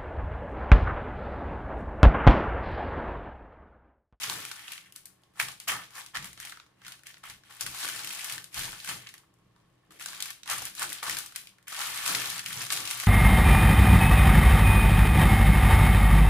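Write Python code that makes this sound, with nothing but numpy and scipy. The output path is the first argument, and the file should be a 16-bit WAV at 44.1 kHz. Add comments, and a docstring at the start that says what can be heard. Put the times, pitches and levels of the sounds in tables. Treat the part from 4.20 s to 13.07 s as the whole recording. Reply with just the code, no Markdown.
"""A knife saws through a crisp pizza crust on baking paper over a wooden board; between cuts a hand drags the paper.
Crumbs and paper crackle as streams of tiny noise fractures in size bands; single fractures crack, tick and knock.
The pressed crust crunches duller through the board modes; table top, flexing board and legs hum low as ringing noise.
Two microphone ports hear it from above in a small quiet kitchen with a short room tail and a faint fridge whine."""
import sys
import numpy as np
from scipy import signal
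from scipy.fft import rfft, irfft, next_fast_len
from scipy.io import wavfile
from scipy.ndimage import uniform_filter1d

SR = 44100
rng = np.random.default_rng(int(sys.argv[2]) if len(sys.argv) > 2 else 0)


def unload_audio(sound):
    """Save the sound as a 16-bit wav file, at the path given as the first command line argument."""
    columns = np.transpose(np.atleast_2d(sound))
    # keep every value between -1 and 1, then stretch to whole-number steps
    steps = np.round(np.clip(columns, -1, 1) * 32767)
    wavfile.write(sys.argv[1], SR, steps.astype(np.int16))


N = 391166
T = np.arange(N) / SR
SIZE = next_fast_len(N + SR)
HZ = np.arange(SIZE // 2 + 1) * SR / SIZE


def undb(db):
    """Amplitude factor of a level in dB."""
    return 10 ** (np.asarray(db) / 20)


def power_db(power):
    """Level in dB of a power."""
    return 10 * np.log10(power)


def level(x, db):
    """Scale x to an rms level in dB."""
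    return x * undb(db) / np.sqrt(np.mean(x ** 2))


def along(table):
    """Read a (Hz, value) table on a log-frequency axis."""
    hz, value = np.transpose(table)
    return np.interp(np.log(HZ + 1), np.log(hz), value)


def shape(x, gain):
    """Filter x by a gain per frequency bin."""
    return irfft(rfft(x, SIZE) * gain, SIZE)[..., :N]


def modes(table):
    """Summed response of a body with (Hz, width Hz, dB) resonances."""
    response = 0
    for hz, width_hz, db in table:
        damping = 1j * HZ * width_hz
        response = response + undb(db) * damping / (hz ** 2 - HZ ** 2 + damping)
    return response


# likeness of the ports: pitch_hz, left_right_correlation (negative values play as 0)
PORT_LIKENESS = [(90, .99), (200, .96), (330, .5), (640, .25), (1000, .6), (1450, .85), (2100, .3),
                 (2800, -.15), (5000, 0)]


def port_noise():
    """White noise at two ports: alike in the bass, unrelated in the treble."""
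    alike = np.clip(along(PORT_LIKENESS), 0, 1)
    mid = shape(rng.standard_normal(N), np.sqrt((1 + alike) / 2))
    side = shape(rng.standard_normal(N), np.sqrt((1 - alike) / 2))
    return np.array([mid + side, mid - side])


# colour of the quiet air: pitch_hz, relative_density_db (per Hz)
KITCHEN = [(15, -40), (25, -28.5), (33, -20), (123, -17.5), (195, -6.5), (223, -29), (285, -14.5),
           (344, -14), (463, -31), (516, -22.5), (1020, -24.5), (1100, -19), (1190, -29), (3160, -28),
           (16000, -53.5)]
# fridge whine: pitch_hz, rms_db
FRIDGE = [(1087, -84.5)]
KITCHEN_DB = -71


def kitchen():
    """Quiet air as coloured noise, and the faint sine whine of a fridge."""
    air = level(shape(port_noise(), undb(along(KITCHEN))), KITCHEN_DB)
    whine = 0
    for hz, db in FRIDGE:
        whine = whine + np.sqrt(2) * undb(db) * np.sin(2 * np.pi * (hz * T + rng.random()))
    return air + whine


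def swell(rows, start_db, release_db_s):
    """Summed power of (start_s, rise_s, hold_s, db) events that rise, hold and die away within a second."""
    power = np.full(N + SR, 1e-12)
    t = T[:SR]
    for start_s, rise_s, hold_s, db in rows:
        i = int(start_s * SR)
        rise = start_db * np.maximum(1 - t / rise_s, 0)
        release = release_db_s * np.maximum(t - rise_s - hold_s, 0)
        power[i:i + SR] += undb(2 * (db + rise - release))
    return power[:N]


# one table per drag of the paper: time_s, rustle_db, crunch_db, deep_crunch_db
DRAGS = [
    [(0.0, -37.5, -52, -50), (0.044, -31, -39, -45), (0.066, -37, -45, -52), (0.116, -37, -52, -45.5),
     (0.244, -41.5, -48, -53), (0.294, -46, -51, -65), (0.312, -47, -61, -50), (0.376, -51.5, -54, -61),
     (0.53, -45.5, -50, -58), (0.654, -63, -67, -81), (0.664, -58, -52, -96), (0.72, -69, -78, -90)],
    [(3.395, -51, -70, -65), (3.415, -33, -44.5, -43), (3.451, -46, -58, -63), (3.465, -46, -40, -48),
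     (3.505, -42.5, -63, -57), (3.653, -32, -46, -44.5), (3.659, -35, -47, -52), (3.869, -40.5, -50, -51.5),
     (4.135, -37.5, -48, -52.5), (4.175, -46, -49, -52), (4.255, -58, -66, -74), (4.3, -74, -74, -75)],
    [(4.31, -63, -71, -80), (4.348, -40, -43, -56), (4.374, -32.5, -44.5, -44), (4.61, -47, -60, -64),
     (4.662, -43, -52, -64), (4.692, -32.5, -39, -41.5), (4.794, -46.5, -57.5, -65), (4.862, -60, -57, -72),
     (4.87, -52.5, -45, -64), (4.922, -63, -76, -88), (4.94, -57, -58, -63), (5.07, -93, -88, -79)],
    [(7.47, -50, -53, -55), (7.478, -53, -45, -62), (7.51, -42, -47, -67), (7.522, -41, -49, -47),
     (7.566, -37, -45, -50), (7.614, -33.5, -41.5, -40.5), (7.71, -35.5, -47, -46),
     (7.842, -34, -45.5, -45), (7.868, -29.5, -38, -40.5), (8.174, -36, -45.5, -48),
     (8.192, -40.5, -41, -54), (8.22, -45, -56, -60)],
    [(8.23, -44, -47, -49), (8.252, -51, -53, -62), (8.258, -42.5, -44, -57), (8.42, -33, -49.5, -46.5),
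     (8.486, -46, -53, -65), (8.526, -30, -46, -38), (8.544, -33.5, -52, -46), (8.614, -36, -54, -47.5),
     (8.826, -35.5, -45, -47.5), (8.836, -38, -39, -35), (8.854, -43, -58, -57), (8.87, -30.5, -41, -46)],
]
DRAG_FINE_DB = -5.5  # fine fizz relative to the rustle


def drags(k, fizz):
    """Power of level column k as a hand drags the paper; fizz=1 gives the fine fizz."""
    power = 0
    for drag in DRAGS:
        time_s, *columns = np.transpose(drag)
        moving = (T >= time_s[0]) * (T < time_s[-1])
        db = np.interp(T, time_s, columns[k]) + fizz * DRAG_FINE_DB
        power = power + moving * undb(2 * db)
    return power


# knife strokes: start_s, rise_s, hold_s, rustle_db, crunch_db, deep_crunch_db, fizz_db (relative to rustle)
STROKES = [(0.75, .005, .01, -55.5, -57, -76, -4), (0.85, .005, .01, -60, -76, -67, -1),
           (1.135, 0.048, .01, -50.5, -60, -52, -4), (1.192, 0.004, 0.012, -33.5, -38, -37, -5),
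           (1.272, 0.0084, .03, -52, -67, -53.5, -7), (1.395, .005, .02, -53.5, -60, -70, -5),
           (1.472, 0.0065, 0.028, -32, -33, -36.5, -4.5), (1.514, .01, 0.015, -46, -52, -32.5, -6),
           (1.572, .02, 0.034, -48, -54.5, -53, -8), (1.699, 0.066, 0.033, -42.5, -53, -48.5, -5),
           (1.936, 0.013, 0.0083, -43.5, -43, -40, -4), (2.003, 0.028, .04, -47, -55, -58, -10),
           (2.152, 0.056, 0.086, -46.5, -51, -60.5, -6.5), (2.57, 0.094, 0.068, -54, -55, -60, -7),
           (2.851, 0.011, 0.035, -51, -54, -76, -6.5), (3.03, 0.0046, 0.073, -49.5, -49, -54.5, -4.5),
           (3.24, 0.011, 0.034, -59.5, -65, -70, -7), (3.284, 0.016, 0.081, -50.5, -62, -59, -5.5),
           (5.702, 0.0071, 0.06, -59, -63, -74, -3.5), (5.787, 0.016, 0.037, -43.5, -52, -63, -5),
           (5.862, 0.012, .11, -44, -62, -53.5, -7.5), (5.986, 0.016, 0.094, -45, -50.5, -55.5, -10),
           (6.256, 0.048, 0.032, -35, -39, -36.5, -4), (6.362, 0.016, 0.088, -40, -50, -52.5, -9.5),
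           (6.535, 0.051, 0.022, -37, -52, -51, -6), (6.594, 0.019, 0.011, -36, -44, -34, -4),
           (6.687, .02, 0.082, -43, -52, -57.5, -10), (6.824, .004, 0.026, -39, -53, -37, -2),
           (6.845, 0.03, 0.065, -33.5, -47, -46.5, -6.5), (6.945, 0.016, 0.093, -45, -63, -56, -9.5),
           (7.142, 0.0077, 0.035, -45.5, -53.5, -68, -10)]
STROKE_START_DB = -23  # a stroke swells from this far below its level


def strokes(k, fizz, release_db_s):
    """Power of level column k as the knife strokes swell and die away; fizz=1 gives the fine fizz."""
    rows = [(*row[:3], row[3 + k] + fizz * row[-1]) for row in STROKES]
    return swell(rows, STROKE_START_DB, release_db_s)


SETTLE_DB = -79, -88, -77  # constant floor of settling paper and crust: rustle, crunch, deep crunch
SETTLE_FINE_DB = -5  # fine fizz relative to the settling rustle
RUSTLE_RELEASE_DB_S, CRUNCH_RELEASE_DB_S, DEEP_RELEASE_DB_S, FIZZ_RELEASE_DB_S = 153.5, 380.5, 307, 209


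def work():
    """Levels in dB of rustle, crunch, deep crunch and fizz from settling, drags and strokes together."""
    levels = []
    for k, release_db_s, fizz in ((0, RUSTLE_RELEASE_DB_S, 0), (1, CRUNCH_RELEASE_DB_S, 0),
                                  (2, DEEP_RELEASE_DB_S, 0), (0, FIZZ_RELEASE_DB_S, 1)):
        settling = undb(2 * (SETTLE_DB[k] + fizz * SETTLE_FINE_DB))
        levels.append(power_db(settling + drags(k, fizz) + strokes(k, fizz, release_db_s)))
    return levels


# pushes on the board: start_s, hold_s, table_top_db, board_flex_db, legs_db
PUSHES = [(0.03, 0.11, -55, -54.5, -86), (1.174, 0.032, -54.5, -61, -66), (1.449, 0.057, -54, -57.5, -68),
          (1.93, 0.054, -52, -64, -61), (2.083, .1, -67, -77, -72), (2.595, 0.037, -66, -77, -85),
          (3.046, 0.023, -63, -76, -67), (3.391, 0.032, -54.5, -58.5, -60), (3.594, 0.027, -68, -56.5, -72),
          (3.68, 0.045, -63, -63, -77), (3.78, 0.047, -62, -60.5, -79), (4.08, .04, -57.5, -61, -74),
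          (4.32, 0.046, -52.5, -57.5, -54), (4.384, .07, -55, -60, -61), (4.639, 0.08, -53.5, -59.5, -76),
          (5.13, 0.13, -68.5, -80, -78), (5.36, .12, -72, -80, -80), (5.657, 0.051, -74, -64.5, -87),
          (5.82, .15, -70, -71, -82), (6.27, 0.11, -57, -59, -64), (6.565, 0.08, -62, -56, -72),
          (6.832, 0.069, -57.5, -57, -64), (7.627, 0.09, -64, -63, -85), (7.844, .1, -51.5, -49, -78),
          (8.01, 0.14, -58, -67, -78), (8.217, 0.081, -56, -70, -70), (8.32, .05, -50, -57.5, -68),
          (8.48, .1, -56, -54, -82), (8.702, 0.033, -58, -66, -85)]
PUSH_RISE_S, PUSH_START_DB, PUSH_RELEASE_DB_S = 0.052, -24, 131


def pushes(column, rest_db):
    """Level in dB of one body: swelling at each push over its resting level."""
    rows = [(row[0], PUSH_RISE_S, row[1], row[column]) for row in PUSHES]
    return power_db(undb(2 * rest_db) + swell(rows, PUSH_START_DB, PUSH_RELEASE_DB_S))


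def shake(body, db, steady_s):
    """Noise rings the low modes of a body, its own swells partly evened out over steady_s."""
    ring = shape(port_noise(), modes(body) ** 2)
    ring_power = uniform_filter1d(np.mean(ring ** 2, axis=0), int(steady_s * SR))
    return level(ring / ring_power ** 0.37, 0) * undb(db)


# table top modes: pitch_hz, width_hz, gain_db (summed response is squared)
TABLE = [(83.5, 28, -9.5), (123.5, 20.7, 5.5), (167.4, 49, 0)]


def table_top():
    """The table top hums in its low modes when the board is pushed."""
    return shake(TABLE, pushes(column=2, rest_db=-73), steady_s=0.054)


# board flexing modes: pitch_hz, width_hz, gain_db (summed response is squared)
FLEX = [(321, 92, 6), (421, 40, 0.5), (527, 360, 3)]


def board_flex():
    """The board flexes under the pushes and rings in its bending modes."""
    return shake(FLEX, pushes(column=3, rest_db=-76.5), steady_s=0.022)


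# table leg modes: pitch_hz, width_hz, gain_db (summed response is squared)
LEGS = [(32.1, 20, -2.5), (67.3, 39, -1.5)]


def legs():
    """The table rocks on its legs in very low modes."""
    return shake(LEGS, pushes(column=4, rest_db=-81.5), steady_s=0.1)


def grains(rate_hz, spread_db, decay_s, rub):
    """Strength of a stream of tiny fractures, few large and many small, over an even rub; rms 1."""
    when, size = rng.random(N), rng.exponential(size=N)
    power = (when < rate_hz / SR) * undb(2 * spread_db * np.minimum(size, 3))
    keep = np.exp(-1 / (decay_s * SR))
    power = signal.lfilter([1], [1, -keep], power)
    return level(np.sqrt(power / power.mean() + rub), 0)


# single fractures, loud and quiet: start_s, crack_db, tick_db, knock_db, knock_hz, ring_t60_s
# tick_db and knock_db lie CREST_DB below the start; each use scales ring_t60_s
SNAPS = [(0.0344, -25, -44, -42, 2710, 0.016), (0.0982, -19.5, -30, -38, 1010, 0.012),
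         (0.2515, -32, -57, -41, 2240, 0.015), (0.3142, -28.5, -38.5, -39, 1510, 0.025),
         (0.394, -41, -51, -48, 2050, 0.015), (0.4803, -39, -54, -35, 2740, 0.014),
         (0.5193, -37, -37, -38, 2760, 0.025), (0.534, -38, -47, -41, 2810, 0.015),
         (0.5783, -41, -60, -35.5, 2270, 0.011), (0.7233, -50, -44, -49, 2810, 0.014),
         (0.7612, -42, -38.5, -55, 1470, 0.021), (0.856, -50, -40, -54.5, 1790, 0.026),
         (1.0355, -48, -63, -58, 826, 0.0085), (1.1993, -38, -29.5, -18.5, 1940, 0.017),
         (1.2132, -29, -39, -44, 1710, 0.013), (1.2847, -27.5, -38, -50, 2830, 0.015),
         (1.3164, -47, -46, -61, 1300, 0.012), (1.4006, -31, -38, -46, 2900, 0.016),
         (1.4804, -33, -29, -27, 2690, 0.015), (1.486, -27, -28, -29, 2570, 0.017),
         (1.5178, -43, -43, -26.5, 1090, 0.014), (1.538, -38, -52, -37, 1260, 0.012),
         (1.6364, -39, -57, -52, 1820, 0.015), (1.706, -51, -54, -56, 1600, 0.021),
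         (1.7539, -47, -48, -40, 1450, 0.01), (1.8, -54, -49, -49, 1770, 0.012),
         (1.8622, -36, -44, -47, 1770, 0.015), (1.947, -31, -48, -43, 1380, 0.011),
         (1.9537, -31, -46, -29, 1880, 0.019), (1.9612, -29, -46, -34, 1200, 0.024),
         (1.9706, -32, -52, -30, 1770, 0.02), (2.025, -37, -47, -46, 1750, 0.019),
         (2.044, -38, -39, -45, 2040, 0.015), (2.0557, -43, -44, -43, 1770, 0.015),
         (2.1306, -47, -44.5, -47, 2300, 0.016), (2.1762, -37, -59, -42.5, 1380, 0.013),
         (2.2013, -38, -34, -39.5, 1610, 0.01), (2.2504, -35, -39, -41, 1730, 0.014),
         (2.272, -43, -57, -42, 2240, 0.015), (2.3219, -36, -60, -35.5, 1550, 0.015),
         (2.372, -43, -66, -44.5, 1310, 0.015), (2.3996, -37, -64, -45, 1340, 0.011),
         (2.4637, -57, -68, -57, 1220, 0.015), (2.6172, -50, -68, -52, 1450, 0.021),
         (2.6488, -37, -61, -43, 2080, 0.0068), (2.6663, -34, -45, -43, 1520, 0.015),
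         (2.681, -37, -40, -43, 1560, 0.015), (2.7205, -34, -47, -47, 2810, 0.024),
         (2.793, -50, -60, -59, 1510, 0.015), (2.8345, -52, -52, -48, 1920, 0.014),
         (2.8688, -37, -40, -43, 2300, 0.013), (2.9422, -39, -62, -47, 1590, 0.014),
         (2.9696, -53, -77, -47.5, 1860, 0.015), (3.0377, -49, -72, -38, 1180, 0.013),
         (3.0992, -32, -42, -41, 1650, 0.0099), (3.236, -48, -74, -54, 1660, 0.018),
         (3.3087, -45, -58, -46, 1680, 0.015), (3.4093, -28, -27.5, -41, 1750, 0.024),
         (3.4642, -27, -34, -37.5, 1450, 0.027), (3.5465, -36, -38, -53, 1430, 0.012),
         (3.602, -42, -40, -44, 1890, 0.015), (3.63, -36, -44, -35, 1490, 0.015),
         (3.6464, -40, -41, -30.5, 1420, 0.015), (3.6877, -27, -32, -31, 1580, 0.017),
         (3.762, -30, -37, -37, 1460, 0.015), (3.7926, -29, -43, -35, 1520, 0.015),
         (3.8454, -37, -33, -39, 2880, 0.013), (3.8732, -28, -35.5, -38, 2850, 0.015),
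         (3.923, -39, -52, -47, 2990, 0.012), (3.9494, -37, -41, -45, 2230, 0.015),
         (3.9913, -43, -41, -45, 2150, 0.0097), (4.0443, -30, -29, -34, 1640, 0.013),
         (4.0976, -31, -37, -31.5, 2570, 0.015), (4.124, -44, -29.5, -41, 2550, 0.012),
         (4.1799, -30.5, -42, -36, 1780, 0.021), (4.2422, -34, -38.5, -58, 2140, 0.015),
         (4.3438, -33, -33.5, -34, 2570, 0.0095), (4.3927, -32, -31.5, -35, 1430, 0.014),
         (4.454, -36, -35, -43, 1570, 0.012), (4.5293, -41, -58.5, -34, 1430, 0.017),
         (4.6016, -29.5, -50, -49, 2220, 0.013), (4.6464, -39, -35, -34.5, 1690, 0.012),
         (4.6754, -44, -44, -44, 1250, 0.013), (4.6884, -48, -42, -34, 1260, 0.0053),
         (4.8708, -31.5, -57.5, -48, 1830, 0.015), (4.89, -38, -48, -55, 1870, 0.015),
         (4.9405, -40, -46, -50.5, 1840, 0.015), (4.9798, -42, -50, -63, 2040, 0.017),
         (5.14, -69, -65, -71, 1090, 0.015), (5.1874, -71, -74, -77, 821, 0.015),
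         (5.362, -56, -78, -57, 1090, 0.015), (5.4006, -62, -80, -73, 1090, 0.015),
         (5.7074, -47, -72, -47.5, 1290, 0.018), (5.7214, -58, -52, -59, 1310, 0.015),
         (5.7966, -51, -45, -40.5, 1880, 0.013), (5.81, -44, -54, -38, 1520, 0.015),
         (5.824, -30, -42, -49, 1480, 0.011), (5.8599, -27, -31.5, -36, 1580, 0.015),
         (5.8848, -31, -47, -42, 1800, 0.018), (5.931, -44, -47, -36.5, 1490, 0.015),
         (6.0038, -26, -35, -38.5, 2010, 0.02), (6.0241, -22, -27, -39, 2570, 0.019),
         (6.0573, -32, -37, -40, 1690, 0.015), (6.104, -33, -36, -44, 2200, 0.024),
         (6.2331, -31.5, -50, -48, 2140, 0.014), (6.259, -39, -49, -46, 2080, 0.012),
         (6.2767, -28, -38, -35.5, 1760, 0.011), (6.299, -23, -27.5, -35, 1210, 0.018),
         (6.3132, -34, -30, -32, 1120, 0.018), (6.3634, -41, -38, -39, 1750, 0.015),
         (6.383, -44, -36, -43, 1760, 0.019), (6.4202, -40, -35, -38, 770, 0.021),
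         (6.453, -33, -26.5, -48, 2280, 0.015), (6.5512, -38, -35, -51.5, 1710, 0.01),
         (6.5948, -31, -30, -35, 1440, 0.011), (6.6204, -29, -37, -30, 1140, 0.017),
         (6.6286, -33, -27, -31, 1750, 0.013), (6.693, -32, -39, -47, 1820, 0.015),
         (6.7017, -32, -37, -51, 1170, 0.016), (6.729, -32, -30, -55, 1770, 0.019),
         (6.8293, -52, -49, -26.5, 1210, 0.012), (6.8364, -39, -38, -33, 1150, 0.0091),
         (6.866, -34, -44, -34, 1450, 0.015), (6.879, -36, -42, -30.5, 1210, 0.011),
         (6.896, -28, -27, -25.5, 2060, 0.017), (6.9692, -25, -30, -35.5, 1560, 0.013),
         (6.987, -30, -27, -39, 1420, 0.018), (7.0616, -43, -38, -47, 1840, 0.015),
         (7.123, -41, -50, -44, 1430, 0.011), (7.16, -32, -30, -36, 2170, 0.027),
         (7.2716, -36, -49, -45, 2570, 0.014), (7.2918, -51, -58, -62, 2730, 0.015),
         (7.3839, -57, -62, -51, 1650, 0.014), (7.427, -54, -60, -65, 2000, 0.014),
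         (7.4814, -55, -31, -41, 1490, 0.014), (7.5252, -36, -44, -36, 1230, 0.015),
         (7.592, -30, -36, -40, 1710, 0.015), (7.6157, -24, -45, -28.5, 1720, 0.015),
         (7.6724, -35, -36, -42, 1520, 0.013), (7.7461, -36, -36, -45, 1170, 0.012),
         (7.7864, -41, -49, -31, 2200, 0.012), (7.8615, -24, -30.5, -33, 1800, 0.023),
         (7.8914, -33, -34, -24, 1420, 0.02), (7.9491, -14.5, -29, -29, 2060, 0.027),
         (8.0186, -27, -37, -37, 1530, 0.015), (8.0572, -31, -32, -39, 2540, 0.015),
         (8.1004, -30, -33.5, -41, 1730, 0.021), (8.1796, -27, -38, -43, 1520, 0.015),
         (8.1933, -24, -36, -35, 1810, 0.015), (8.2607, -22.5, -35, -34, 2580, 0.019),
         (8.3045, -42, -45, -35, 2010, 0.015), (8.329, -32, -32.5, -31, 2900, 0.015),
         (8.4663, -31, -36, -38, 1580, 0.015), (8.5034, -17.5, -37, -32, 1560, 0.021),
         (8.524, -16.5, -22, -36, 2880, 0.013), (8.5734, -24, -42, -37, 2150, 0.015),
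         (8.6537, -26, -38, -39, 3020, 0.015), (8.675, -23, -37, -41, 2860, 0.015),
         (8.7104, -25, -31.5, -34, 2330, 0.024), (8.8002, -27, -30, -38, 2120, 0.018),
         (8.836, -27, -36, -30.5, 1770, 0.014)]
CREST_DB = 3
CHANCE_DB, CHANCE_SPREAD_DB = 1.5, 4  # further fractures, relative to the rustle around them
CHANCE_T60_S, CHANCE_HZ = 0.011, (1100, 2600)


def fractures(rustle_db, count=70):
    """Rows of the fractures at listed times, and further ones at chance times whose levels follow the rustle."""
    even, bell = rng.random((count, 2)), rng.standard_normal((count, 3))
    start_s = even[:, 0] * T[-1]
    db = np.interp(start_s, T, rustle_db)[:, None] + CHANCE_DB + CHANCE_SPREAD_DB * bell
    low_hz, high_hz = CHANCE_HZ
    knock_hz = low_hz + (high_hz - low_hz) * even[:, 1]
    listed = np.array(SNAPS) + [0, 0, CREST_DB, CREST_DB, 0, 0]
    chance = np.column_stack([start_s, db, knock_hz, np.full(count, CHANCE_T60_S)])
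    return np.vstack([listed, chance])


def fade(t60_s, t):
    """A sudden start, an exponential fade, and weaker crumbling that trails after."""
    return undb(-60 * t / t60_s) + undb(-18.5 - 60 * t / (t60_s + 0.17))


def snaps(rows, column, linger):
    """Strength of the single fractures, each a sudden start and a fade."""
    out, t = np.zeros(N + SR), T[:SR // 8]
    for row in rows:
        i = int(row[0] * SR)
        out[i:i + len(t)] += undb(row[column]) * fade(linger * row[5], t)
    return out[:N]


# colour of crumbs and paper: pitch_hz, relative_density_db (per Hz)
CRACKLE = [(290, -21), (500, -21), (641, -16), (700, -9), (872, -30), (1480, -4), (1920, -12.5), (2160, -3),
           (6280, -2.5), (10000, -1.5), (15100, -9), (15800, -29), (16500, -59.5)]
# band centres of crumbs and creases, large to small: pitch_hz
PIECE_HZ = [1000, 1600, 2500, 3800, 5700, 8500, 12700]
FINE_HZ = 5560  # crossover from cracks to fine ticks and fizz


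def crackle(db, fine_db, rows):
    """Dry crumbs and paper: sizes break partly together, partly alone, so each crackle has its own colour."""
    colour = undb(along(CRACKLE))
    colour = colour / np.sqrt(np.mean(colour ** 2))
    common = grains(250, spread_db=3.6, decay_s=0.00034, rub=2.7)
    noise = port_noise()
    ticks = snaps(rows, column=2, linger=0.65)
    cracks = snaps(rows, column=1, linger=0.72)
    spectrum = 0
    for k, hz in enumerate(PIECE_HZ):
        band = np.interp(np.log(HZ + 1), np.log(PIECE_HZ), np.arange(len(PIECE_HZ)) == k)
        fine = 1 / (1 + (FINE_HZ / hz) ** 6)
        crack_cut_db = 5 * max(3 - hz / 1100, 0)  # single cracks carry little in the low bands
        alone = grains(160, spread_db=4, decay_s=7.1 / hz, rub=1.3)
        stream = undb(db + fine * fine_db) * common * alone
        force = stream + fine * ticks + (1 - fine) * cracks * undb(-crack_cut_db)
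        spectrum = spectrum + rfft(force * noise, SIZE) * colour * band
    return irfft(spectrum, SIZE)[:, :N]


def knocks(rows, sharpness):
    """Each fracture rings its piece of crust on a pitch of its own."""
    t = T[:SR // 8]
    noise = np.pad(port_noise(), ((0, 0), (0, len(t))))
    out = np.zeros((2, N + len(t)))
    for start_s, _, _, db, hz, t60_s in rows:
        i = int(start_s * SR)
        b, a = signal.iirpeak(hz, sharpness, SR)
        unit = np.sqrt(sharpness * SR / (2 * np.pi * hz))  # makes up for the noise outside the resonance
        burst = noise[:, i:i + len(t)] * fade(1.06 * t60_s, t)
        out[:, i:i + len(t)] += undb(db) * unit * signal.lfilter(b, a, burst)
    return out[:, :N]


# colour of the crushed crust: pitch_hz, relative_density_db (per Hz)
CRUNCH = [(250, -46), (500, -19), (800, -7.5), (1200, -3), (2200, 4), (3200, -1.5), (5000, -29.5)]
# board modes: pitch_hz, width_hz, gain_db
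BOARD = [(845, 44, -1), (1150, 270, -3), (1770, 53, 2.5), (2040, 260, -12.5), (2570, 12, -9),
         (3206, 370, 1)]
DEEP_HZ = 1300  # thick crust pressed hard sounds below this


def crunch(db, deep_db, rows):
    """The blade crushes crust against the board, exciting its modes; a deep part has its own level."""
    colour = undb(along(CRUNCH)) * (0.7 + modes(BOARD))
    deep = 1 / (1 + (HZ / DEEP_HZ) ** 6)
    out = knocks(rows, sharpness=4.2)
    for part_db, share in ((db, 1 - deep), (deep_db, deep)):
        part = colour * np.sqrt(share)
        part = part / np.sqrt(np.mean(np.abs(part) ** 2))
        force = undb(part_db) * grains(200, spread_db=3.4, decay_s=0.003, rub=0.49)
        out = out + shape(force * port_noise(), part)
    return out


ROOM_T60_S, ROOM_RISE_S, ROOM_DB = 0.3, 0.0055, -8.5


def room(x):
    """Short diffuse tail of fading noise, different at each port."""
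    t = T[:SR // 2]
    tail = rng.standard_normal((2, len(t))) * undb(-60 * t / ROOM_T60_S) * np.minimum(t / ROOM_RISE_S, 1)
    tail = tail / np.sqrt(np.sum(tail ** 2, axis=1, keepdims=True))
    return undb(ROOM_DB) * shape(x, rfft(tail, SIZE))


# port balance: pitch_hz, left_minus_right_db
PORT_BALANCE = [(700, 1.8), (1400, -.8), (2800, .4), (5600, .8), (8000, 5), (10000, 8.5), (13000, 4.5)]


def ports(x):
    """The left port faces the board and hears more treble."""
    lean_db = along(PORT_BALANCE) / 2
    return shape(x, undb(np.array([lean_db, -lean_db])))


def scene():
    """Crackle and crunch in the room, over the shaken bodies and the kitchen."""
    rustle_db, crunch_db, deep_db, fizz_db = work()
    rows = fractures(rustle_db)
    cut = crackle(rustle_db, fizz_db - rustle_db, rows) + crunch(crunch_db, deep_db, rows)
    cut = ports(cut + room(cut))
    return cut + table_top() + board_flex() + legs() + kitchen()


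TOP_HZ = 16400


def record(dry):
    """A steep elliptic low-pass cuts the top."""
    lowpass = signal.ellip(10, 0.2, 80, TOP_HZ, fs=SR, output="sos")
    return signal.sosfilt(lowpass, dry)


dry = scene()
out = record(dry)
unload_audio(out)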